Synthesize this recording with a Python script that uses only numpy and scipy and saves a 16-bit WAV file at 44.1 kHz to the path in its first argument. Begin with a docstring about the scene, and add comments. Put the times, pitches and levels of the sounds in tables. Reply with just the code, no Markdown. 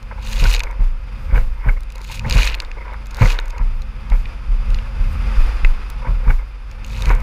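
"""Wind and a low engine drone, then at once the first boom: a small motorboat planing over chop.
The microphone rides on board, in a camera housing fixed behind the bow, with the motor astern.
Water laps under the hull and sheets along it, loose fittings knock on the deck, and spray patters
on the housing, right at the microphone. Over it all the hull slams into wave after wave:
the whole shell booms, its bottom panels thud, and buffeting air hisses briefly after each boom."""
import sys
import numpy as np
from scipy import signal
from scipy.fft import rfft, irfft, next_fast_len
from scipy.io import wavfile
from scipy.ndimage import uniform_filter1d, map_coordinates

SR = 44100
rng = np.random.default_rng(int(sys.argv[2]) if len(sys.argv) > 2 else 0)


def output_pcm(signal):
    """Save a mono or channel-first signal as 16-bit PCM at the path in sys.argv[1].

    Samples are clipped to [-1, 1] before scaling.
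    """
    pcm = np.clip(np.atleast_2d(signal).T, -1, 1) * 32767
    wavfile.write(sys.argv[1], SR, np.round(pcm).astype(np.int16))


N = 318402
T = np.arange(N) / SR


def amp(db):
    """Decibels to gain."""
    return 10 ** (np.asarray(db) / 20)


def unit(x):
    """Scale to rms 1."""
    return x / np.sqrt(np.mean(x ** 2) + 1e-20)


def curve(rows):
    """Join (time, value) rows into one value per sample."""
    return np.interp(T, *np.transpose(rows))


def wobble(rate):
    """A smooth random curve, rate knots a second."""
    return map_coordinates(rng.standard_normal(int(N * rate / SR) + 4), [T * rate])


def swell(s, hold, attack, release):
    """Gain that rises to 1 at time s, holds and falls; attack and release are seconds per 20 dB."""
    decades_down = np.maximum((s - T) / attack, (T - s - hold) / release)
    return 10 ** -np.clip(decades_down, 0, 10)


def colour(x, spectrum, peaks=()):
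    """Causal filter with a smooth spectrum and resonances on top of it."""
    m = 2 * next_fast_len(len(x))
    hz = np.fft.rfftfreq(m, 1 / SR)
    f, level = np.transpose(spectrum)
    db = np.interp(np.log(hz + 1), np.log(f), level)
    db = db + sum(lift / (1 + (2 * (hz - centre) / width) ** 2) for centre, width, lift in peaks)
    cepstrum = irfft(np.log(amp(db)), m)
    cepstrum[1:m // 2] *= 2  # folded for minimum phase
    cepstrum[m // 2 + 1:] = 0
    return irfft(rfft(x, m) * np.exp(rfft(cepstrum)), m)[:len(x)]


def add(track, s, sound):
    """Mix a sound into the track at time s."""
    start = max(0, round(s * SR))
    part = track[start:start + len(sound)]
    part += sound[:len(part)]


def grains(rate, hz, scatter, cycles, spread_db):
    """Droplets or bubbles at random moments, each a tiny ring of its own pitch and size; rms 1."""
    when, pitch_a, pitch_b, weight = rng.random((int(rate * N / SR), 4)).T[:, :, None]
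    pitch = np.clip(hz * np.exp(scatter * (pitch_a + pitch_b - 1)), 300, SR / 3)
    size = amp(spread_db * np.minimum(-np.log(1 - weight), np.pi))
    k = np.arange(SR // 200)
    rings = size * np.sin(2 * np.pi * pitch * k / SR) * np.exp(-pitch * k / SR / cycles)
    places = (when * N).astype(int) + k
    return unit(np.bincount(places.ravel(), rings.ravel(), N)[:N])


CALM_DB = -44.5  # airflow at the usual speed
# airflow right at the microphone: (time [s], level [dB])
AIRFLOW = [(0.04, -47), (0.92, -46), (1.15, -44.5), (1.85, -47.5), (3.0, -44.5), (3.75, -45.5), (4.0, -44),
           (4.55, -43), (4.8, -39), (5.05, -40), (5.27, -35), (5.45, -34.5), (5.8, -40.5), (6.2, -42.5),
           (6.55, -48), (7.2, -41.5)]
# spectrum of air rushing over the housing: (frequency [Hz], level [dB])
AIR_SPECTRUM = [(160, -25.5), (280, 0), (393, -7), (524, -1), (580, -8), (698, -6), (1280, 0.5), (1860, -7),
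                (2530, -8), (4060, -18), (4890, -14), (5990, -23.5), (10100, -38.5), (14700, -43),
                (16000, -42)]
# cavities of the microphone port: (frequency [Hz], width [Hz], lift [dB])
PORT_MODES = [(208, 44, 4.6), (528, 210, 1.8), (880, 130, 3.6), (1280, 32, 2.1), (2100, 57, 4.8),
              (2504, 420, 6.2), (3560, 140, 5.9), (4890, 70, 5.3), (10160, 1400, 13.2)]


def wind(gust_db=0.75, flicker_db=0.97):
    """Air rushes over the housing and sounds the cavities of the microphone port."""
    rush = unit(colour(rng.standard_normal(N), AIR_SPECTRUM, PORT_MODES))
    return amp(curve(AIRFLOW) + gust_db * wobble(13) + flicker_db * wobble(70)) * rush


# harmonics of the motor, heard from the bow: (multiple of the firing rate, level [dB])
MOTOR_ORDERS = [(1, 7), (2, 2.5), (4, 1), (10, -8.5)]


def engine(firing_hz=53.37, db=-49, load_db=-1, rebound_db=-13, drift=0.00805, flutter=0.0263):
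    """Astern, the motor wavers, labours in chop and into waves, and runs light on the rebound."""
    firing = firing_hz * (1 + drift * wobble(5) + flutter * wobble(45))
    phase = 2 * np.pi * np.cumsum(firing) / SR
    drone = sum(amp(level + 3 * wobble(10)) * np.sqrt(2) * np.sin(k * phase)
                for k, level in MOTOR_ORDERS)
    chop_db, speed_db = curve(CHOP), curve(AIRFLOW) - CALM_DB
    cruise_db = db + 0.52 * (chop_db - chop_db.mean()) + 0.24 * speed_db + rebound_db * rebound()
    ploughing = sum(swell(s, 0, rise, fall / 2) for s, _, rise, fall, _ in BOW_WAVES)
    return amp(cruise_db) * (1 + amp(load_db) * ploughing) * drone


# how hard small chop rattles the hull underfoot: (time [s], level [dB])
CHOP = [(0.0, -40.5), (0.35, -32), (0.95, -37.5), (1.25, -29.5), (1.9, -41), (2.1, -33.5), (2.3, -23.5),
        (2.7, -40), (3.1, -40.5), (3.7, -33), (3.95, -32), (4.35, -34.5), (4.9, -30), (5.27, -23.5),
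        (5.55, -40.5), (6.15, -32), (6.6, -43.5), (7.05, -28.5)]
# spectrum of the hull's deep sway: (frequency [Hz], level [dB])
SWAY_SPECTRUM = [(10, -39), (21, -13.5), (27, 0), (34, -11), (47, 2), (57, -16), (85, -56), (200, -75.5)]
# spectrum of its rumbling panels: (frequency [Hz], level [dB])
RUMBLE_SPECTRUM = [(45, -44), (72, 11.5), (85, -2.5), (108, -0.5), (135, -4.5), (170, -18.5), (220, -15.5),
                   (270, -27.5), (400, -45), (900, -68)]


def hull_shake(sway_db=-27.5, sway_growth=1.1, rebound_db=-10, heave_lead_s=0.16, heave_trail_s=0.24):
    """The hull sways more with speed and heaves in waves; chop rumbles it, less on the rebound."""
    sway = colour(rng.standard_normal(N), SWAY_SPECTRUM)
    sway_power = np.abs(uniform_filter1d(sway ** 2, size=4000))
    sway = unit(sway / np.sqrt(sway_power + 1e-9))  # an even rocking
    rumble = unit(colour(rng.standard_normal(N), RUMBLE_SPECTRUM))
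    heave = sum(amp(heave_db) * swell(s, 0, heave_lead_s, heave_trail_s)
                for s, *_, heave_db in BOW_WAVES)
    sway_gain = amp(sway_db + sway_growth * (curve(AIRFLOW) - CALM_DB)) + heave
    return sway_gain * sway + amp(curve(CHOP) + rebound_db * rebound()) * rumble


# spectrum of water on the hull, heard from on board: (frequency [Hz], level [dB])
WATER_SPECTRUM = [(150, -23), (250, -2), (350, -1.5), (700, -6.5), (1000, -4), (1500, -3), (2400, -4),
                  (3100, -14.5), (5000, -32), (8000, -32), (15000, -27)]
# resonances of the hollow hull: (frequency [Hz], width [Hz], lift [dB])
HOLLOW_MODES = [(515, 93, 12.1), (950, 190, 13.1), (1510, 520, 6.7), (2170, 450, 15)]


def sloshing(gurgle=3.5):
    """Bubbles and churning water, heard through the hollow hull; rms 1."""
    bubbles = grains(rate=700, hz=1200, scatter=1.2, cycles=2.5, spread_db=3)
    return unit(colour(gurgle * bubbles + rng.standard_normal(N), WATER_SPECTRUM, HOLLOW_MODES))


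# small waves under the hull: (time [s], level [dB], length [s], gulp pitch [Hz])
LAPS = [(0.109, -32, 0.013, 940), (0.175, -36.5, 0.0096, 880), (0.632, -36.5, 0.092, 1500),
        (1.765, -37, 0.0062, 2150), (1.95, -42, 0.067, 950), (2.006, -40, 0.0027, 970),
        (2.097, -34, 0.016, 935), (2.244, -28.5, 0.015, 910), (2.617, -37, 0.013, 990),
        (2.768, -35.5, 0.014, 950), (2.805, -35, 0.018, 2070), (2.851, -33.5, 0.1, 960),
        (3.531, -36.5, 0.082, 950), (6.019, -36, 0.057, 960), (6.051, -36, 0.019, 950),
        (6.387, -39, 0.033, 2100)]


def laps(slosh_db=-2.5, attack_s=0.0097, release_s=0.013, gulp_db=6, gulp_rise_s=0.0038, gulp_t60=0.068):
    """Below the microphone, each lap rings a pocket of trapped air and sloshes for a moment."""
    lapping = sum(amp(level) * swell(s + attack_s / 2, length, attack_s, release_s)
                  for s, level, length, _ in LAPS)
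    out = amp(slosh_db) * sloshing() * lapping
    t, waver = np.arange(SR // 10) / SR, 0.06 * wobble(400)
    envelope = (1 - np.exp(-t / gulp_rise_s)) * amp(-60 * t / gulp_t60)
    for s, level, _, hz in LAPS:
        pitch = hz * (1 + waver[round(s * SR):][:len(t)])
        gulp = np.sin(2 * np.pi * np.cumsum(pitch) / SR) * envelope
        add(out, s, amp(level + gulp_db) * gulp)
    return out


# the bow ploughs into waves just ahead of the microphone:
# (time [s], water level [dB], rise [s per 20 dB], fall [s per 20 dB], heave level [dB])
BOW_WAVES = [(0.449, -29.5, 0.27, 0.45, -8.5), (1.368, -24.5, 0.093, 0.064, -19),
             (1.685, -28, 0.12, 0.07, -22.5), (2.39, -26, 0.22, 0.35, -14.5),
             (3.214, -25, 0.096, 0.38, -46), (4.14, -29.5, 0.065, 0.039, -44),
             (6.304, -26, 0.11, 0.055, -22.5), (7.104, -25, 0.17, 0.2, -17.5)]
# resonances of the deck under hard blows: (frequency [Hz], width [Hz], lift [dB])
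DECK_MODES = [(497, 100, 8.5), (950, 770, 8.5), (1500, 210, 6.5), (2190, 460, 9)]


def wash(db=-3, flutter_db=0.5, hard_db=-33):
    """Hard sheets of water drum broadly on the deck; as they thin out they gurgle."""
    flow = sum(amp(level) * swell(s, 0, rise, fall) for s, level, rise, fall, _ in BOW_WAVES)
    hardness = flow ** 2 / (flow ** 2 + amp(hard_db) ** 2)
    drumming = unit(colour(rng.standard_normal(N), WATER_SPECTRUM, DECK_MODES))
    gain = flow * amp(db + flutter_db * wobble(60))
    return gain * (np.sqrt(hardness) * drumming + np.sqrt(1 - hardness) * sloshing())


# hard little wave slaps and loose fittings around the deck: (time [s], level [dB], ring pitch [Hz])
KNOCKS = [(0.452, -15.5, 1500), (0.548, -20, 2420), (0.667, -23, 2170), (1.357, -18.5, 2320),
          (1.377, -17, 921), (1.686, -15.5, 1600), (1.692, -16.5, 2250), (2.385, -15.5, 1500),
          (3.184, -20.5, 910), (3.218, -13.5, 830), (3.227, -9.5, 2280), (3.256, -14, 2040),
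          (3.388, -16.5, 1820), (4.119, -20, 796), (5.647, -13.5, 2100), (6.304, -17, 1500),
          (7.102, -13.5, 1060), (7.112, -10.5, 930)]


def knocks(db=1, ring_db=9, ring_width_hz=350, chatter_t60=0.026, delay_s=0.00111):
    """Each knock strikes the deck and chatters briefly at its own pitch."""
    out, t = np.zeros(N), np.arange(SR // 10) / SR
    for s, level, hz in KNOCKS:
        contact = (t == 0) + 0.5 * rng.standard_normal(len(t)) * amp(-60 * t / chatter_t60)
        knock = colour(contact, WATER_SPECTRUM, DECK_MODES + [(hz, ring_width_hz, ring_db)])
        add(out, s + delay_s, amp(level + db) * knock / np.abs(knock).max())
    return out


# showers landing on the housing, right at the microphone:
# (time [s], length [s], coarse drop level [dB], mist level [dB], growth from start to end [dB])
SHOWERS = [(0.266, 0.275, -29.5, -34.5, 11), (2.033, 0.12, -39, -41, 14.5), (2.334, 0.14, -25.5, -36, 3),
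           (3.215, 0.115, -33.5, -40.5, 3.5), (6.93, 0.19, -47.5, -54, -4.5)]
# spectrum of a drop's splat: (frequency [Hz], level [dB])
SPLAT_SPECTRUM = [(300, -18), (900, -16.5), (1900, 0), (2600, 4), (3200, -1), (4200, 2), (5400, -4.5),
                  (6600, -6), (8000, -14.5), (12000, -19.5), (16000, -30)]
# spectrum of fine mist and air hiss: (frequency [Hz], level [dB])
MIST_SPECTRUM = [(300, -42), (900, 8), (2000, 3), (2800, 1), (4400, 2), (5400, -3), (6600, -3),
                 (8000, -7.5), (10000, -6.5), (12500, -6.5), (16000, -6)]
# resonances of the housing: (frequency [Hz], width [Hz], lift [dB])
HOUSING_MODES = [(2507, 310, 7.9), (2850, 130, 6), (3700, 340, 3.3), (4200, 640, 2), (4800, 360, 0.57),
                 (6670, 800, 3.4)]


def spray(patter_db=1, mist_db=6.5, hiss=0.47, clump_db=1.7):
    """Coarse drops ring the housing and fine ones sizzle on it, in clumps; the mist ends first."""
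    coarse, fine = np.zeros(N), np.zeros(N)
    for s, length, coarse_db, fine_db, growth_db in SHOWERS:
        build_db = growth_db * (np.clip((T - s) / length, 0, 1) - 1)
        coarse += amp(coarse_db + build_db) * swell(s, length, attack=0.08, release=0.074)
        fine += amp(fine_db + build_db) * swell(s, length, attack=0.08, release=0.043)
    droplets = grains(rate=850, hz=3300, scatter=0.9, cycles=1.8, spread_db=4.2)
    patter = unit(colour(droplets, SPLAT_SPECTRUM, HOUSING_MODES))
    mist = grains(rate=2100, hz=7530, scatter=0.78, cycles=1.0, spread_db=5.0)
    sizzle = unit(colour(mist + hiss * rng.standard_normal(N), MIST_SPECTRUM, HOUSING_MODES))
    shower = coarse * amp(patter_db) * patter + fine * amp(mist_db) * sizzle
    return shower * amp(clump_db * wobble(90))


def stray_drops(count=14, scatter_s=0.14, db=-29, fade_db_per_s=17):
    """Small bright drops around each shower, weaker farther from its middle; rows like BIG_DROPS."""
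    rows = []
    for s, length, *_ in SHOWERS:
        for when, size, brightness in rng.standard_normal((count, 3)):
            offset_s = scatter_s * when
            level = db - fade_db_per_s * abs(offset_s) + 1.5 * size
            rows.append((s + length / 2 + offset_s, level, 7 + 3 * brightness))
    return rows


# big single drops on the housing: (time [s], level [dB], treble tilt [dB per octave])
BIG_DROPS = [(0.0275, -33.5, 8.5), (0.4396, -9, 3), (0.5326, -17, 13), (0.5385, -8, 0), (0.547, -6, 0.5),
             (0.5635, -12.5, -2), (0.5938, -16, 6), (0.6031, -9, -5), (0.634, -16.5, 5.5), (0.7108, -32, 7),
             (1.9562, -28, 8.5), (2.1937, -17.5, 3), (2.297, -12.5, 5), (2.3082, -10, -1), (2.3245, -7, -1),
             (2.4307, -11.5, 2), (2.4732, -8.5, -7), (2.543, -11.5, -6.5), (2.5482, -17.5, 5.5),
             (2.601, -8.5, -2.5), (2.6475, -25.5, -6), (2.7142, -20.5, -8), (3.1448, -22.5, 5),
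             (3.1681, -25.5, 9), (3.304, -15.5, -2), (3.3877, -13.5, -5), (3.504, -26.5, 3), (3.58, -27, 6),
             (3.8188, -29, 1.5), (4.1, -29, 4), (4.255, -24.5, -11), (4.7032, -29, 4), (4.744, -22.5, -1.5),
             (4.787, -20.5, -9), (5.647, -9, -10.5), (5.9, -27, 9.5), (6.713, -33, 5), (6.845, -22, 2.5),
             (7.0206, -15.5, 3), (7.056, -17, 3), (7.0926, -18.5, -2)]


def drops(splat_t60=0.01, ring_hz=2450, ring_t60=0.017, tilt_hz=1900, spot_db=3.5, delay_s=0.000912):
    """Right at the microphone, each drop is a sharp tick, a short splat and a brief ring."""
    out, t = np.zeros(N), np.arange(SR // 20) / SR
    for s, peak_db, tilt in BIG_DROPS + stray_drops():
        splat = 0.82 * rng.standard_normal(len(t)) * amp(-60 * t / splat_t60)
        ring = 0.019 * np.sin(2 * np.pi * ring_hz * t) * amp(-60 * t / ring_t60)
        spectrum = [(f, level + tilt * np.log2(max(f / tilt_hz, 1))) for f, level in SPLAT_SPECTRUM]
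        # each spot on the housing favours other modes
        modes = [(f, width, lift + spot_db * rng.normal()) for f, width, lift in HOUSING_MODES]
        tick = colour((t == 0) + splat + ring, spectrum, modes)
        add(out, s + delay_s, amp(peak_db) * tick / np.abs(tick).max())
    return out


# the hull meets a wave beneath the microphone:
# (time [s], boom level [dB], centre pitch [Hz], panel level [dB], boom decay [s per 60 dB])
SLAMS = [(0.421, 3, 41.7, -13, 0.22), (0.794, -1, 33.8, -23, 0.6), (1.326, 6.5, 35.4, -20, 0.12),
         (1.367, -1, 26.05, -21, 0.58), (1.662, 0.5, 33.1, -17, 0.54), (2.263, -12.5, 24.2, -17, 0.99),
         (2.348, 2.5, 38.7, -11, 0.36), (3.211, -0.5, 37.1, -4.5, 0.83), (3.599, -4.5, 33.5, -23.5, 0.94),
         (4.113, 2.5, 34.3, -25.5, 0.36), (4.48, -5, 36.7, -50, 0.94), (4.68, -1, 32.8, -35, 0.67),
         (4.998, -1.5, 35, -30, 0.4), (5.375, 3.5, 24.3, -29, 0.34), (5.631, 2, 26.7, -23, 0.56),
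         (6.071, -4, 41.8, -17.5, 0.69), (6.271, 5, 31.2, -15, 0.34), (7.068, 2, 40.7, -19, 0.4)]
# modes of the hull's bottom panels: (frequency [Hz], level [dB])
PANEL_MODES = [(78, -4.5), (102, 1.5), (120, -1), (137, -13), (165, -7.5), (195, -14.5), (228, -14)]
# spectrum of the wave crashing on them: (frequency [Hz], level [dB])
CRASH_SPECTRUM = [(120, -4), (220, 2.5), (330, -4), (450, 6), (560, 5), (680, 1), (950, 5.5), (1500, -5.5),
                  (2300, -15), (3200, -25), (6000, -34), (15000, -54)]


def slams(rise_s=0.01, boom_db=-1.5, sag=0.17, sag_s=0.034, thud_db=6, thud_t60=0.13,
          crash_db=-12, crash_t60=0.21, buffet_db=-52, buffet_rise_s=0.047):
    """Each wave sets the whole hull booming and thumps its panels; a brief hiss of air follows."""
    out, t = np.zeros(N), np.arange(SR // 2) / SR
    attack = 1 - np.exp(-t / rise_s)
    for s, db, hz, panel_db, t60 in SLAMS:
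        # the boom sags in pitch as the hull sinks in and carries more water
        pitch = hz * (1 + sag * (2 * np.exp(-t / sag_s) - 1))
        boom = np.sin(2 * np.pi * np.cumsum(pitch) / SR) * amp(-60 * t / t60) * attack
        panels = sum(amp(level) * np.sin(2 * np.pi * f * (1 + 0.042 * rng.normal()) * t)
                     for f, level in PANEL_MODES)
        thud = panels * amp(-60 * t / thud_t60) * attack
        water = unit(colour(rng.standard_normal(len(t)), CRASH_SPECTRUM))
        crash = water * amp(-60 * t / crash_t60) * attack
        # buffeting air hisses a moment after the blow
        hiss = unit(colour(rng.standard_normal(len(t)), MIST_SPECTRUM))
        buffet = hiss * (t / buffet_rise_s * np.exp(1 - t / buffet_rise_s)) ** 2
        add(out, s, amp(db) * (amp(boom_db) * boom + amp(buffet_db) * buffet))
        add(out, s, amp(panel_db) * (amp(thud_db) * thud + amp(crash_db) * crash))
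    return out


def rebound(after_s=0.26, width_s=0.13, half_lift_db=-16.5):
    """0 on the water, towards 1 while the hull rides light after a hard slam."""
    lift = sum(amp(panel_db - half_lift_db) * np.exp(-((T - s - after_s) / width_s) ** 2)
               for s, _, _, panel_db, _ in SLAMS)
    return lift / (1 + lift)


def scene():
    """Hull, water, air and motor at one microphone behind the bow."""
    return (slams() + hull_shake() + wash() + laps() + knocks() + spray() + drops()
            + wind() + engine())[None]


def record(dry):
    """The camera blocks the deepest sway, rounds off the highest peaks and cuts the top treble."""
    low_cut_hz, top_hz = 5, 15600
    passed = signal.sosfilt(signal.butter(1, low_cut_hz, "high", fs=SR, output="sos"), dry)
    limited = passed / (1 + np.abs(passed) ** 8) ** (1 / 8)
    m = next_fast_len(N + SR)
    in_band = np.fft.rfftfreq(m, 1 / SR) < top_hz
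    return irfft(rfft(limited, m) * in_band, m)[..., :N]


dry = scene()
out = record(dry)
output_pcm(out)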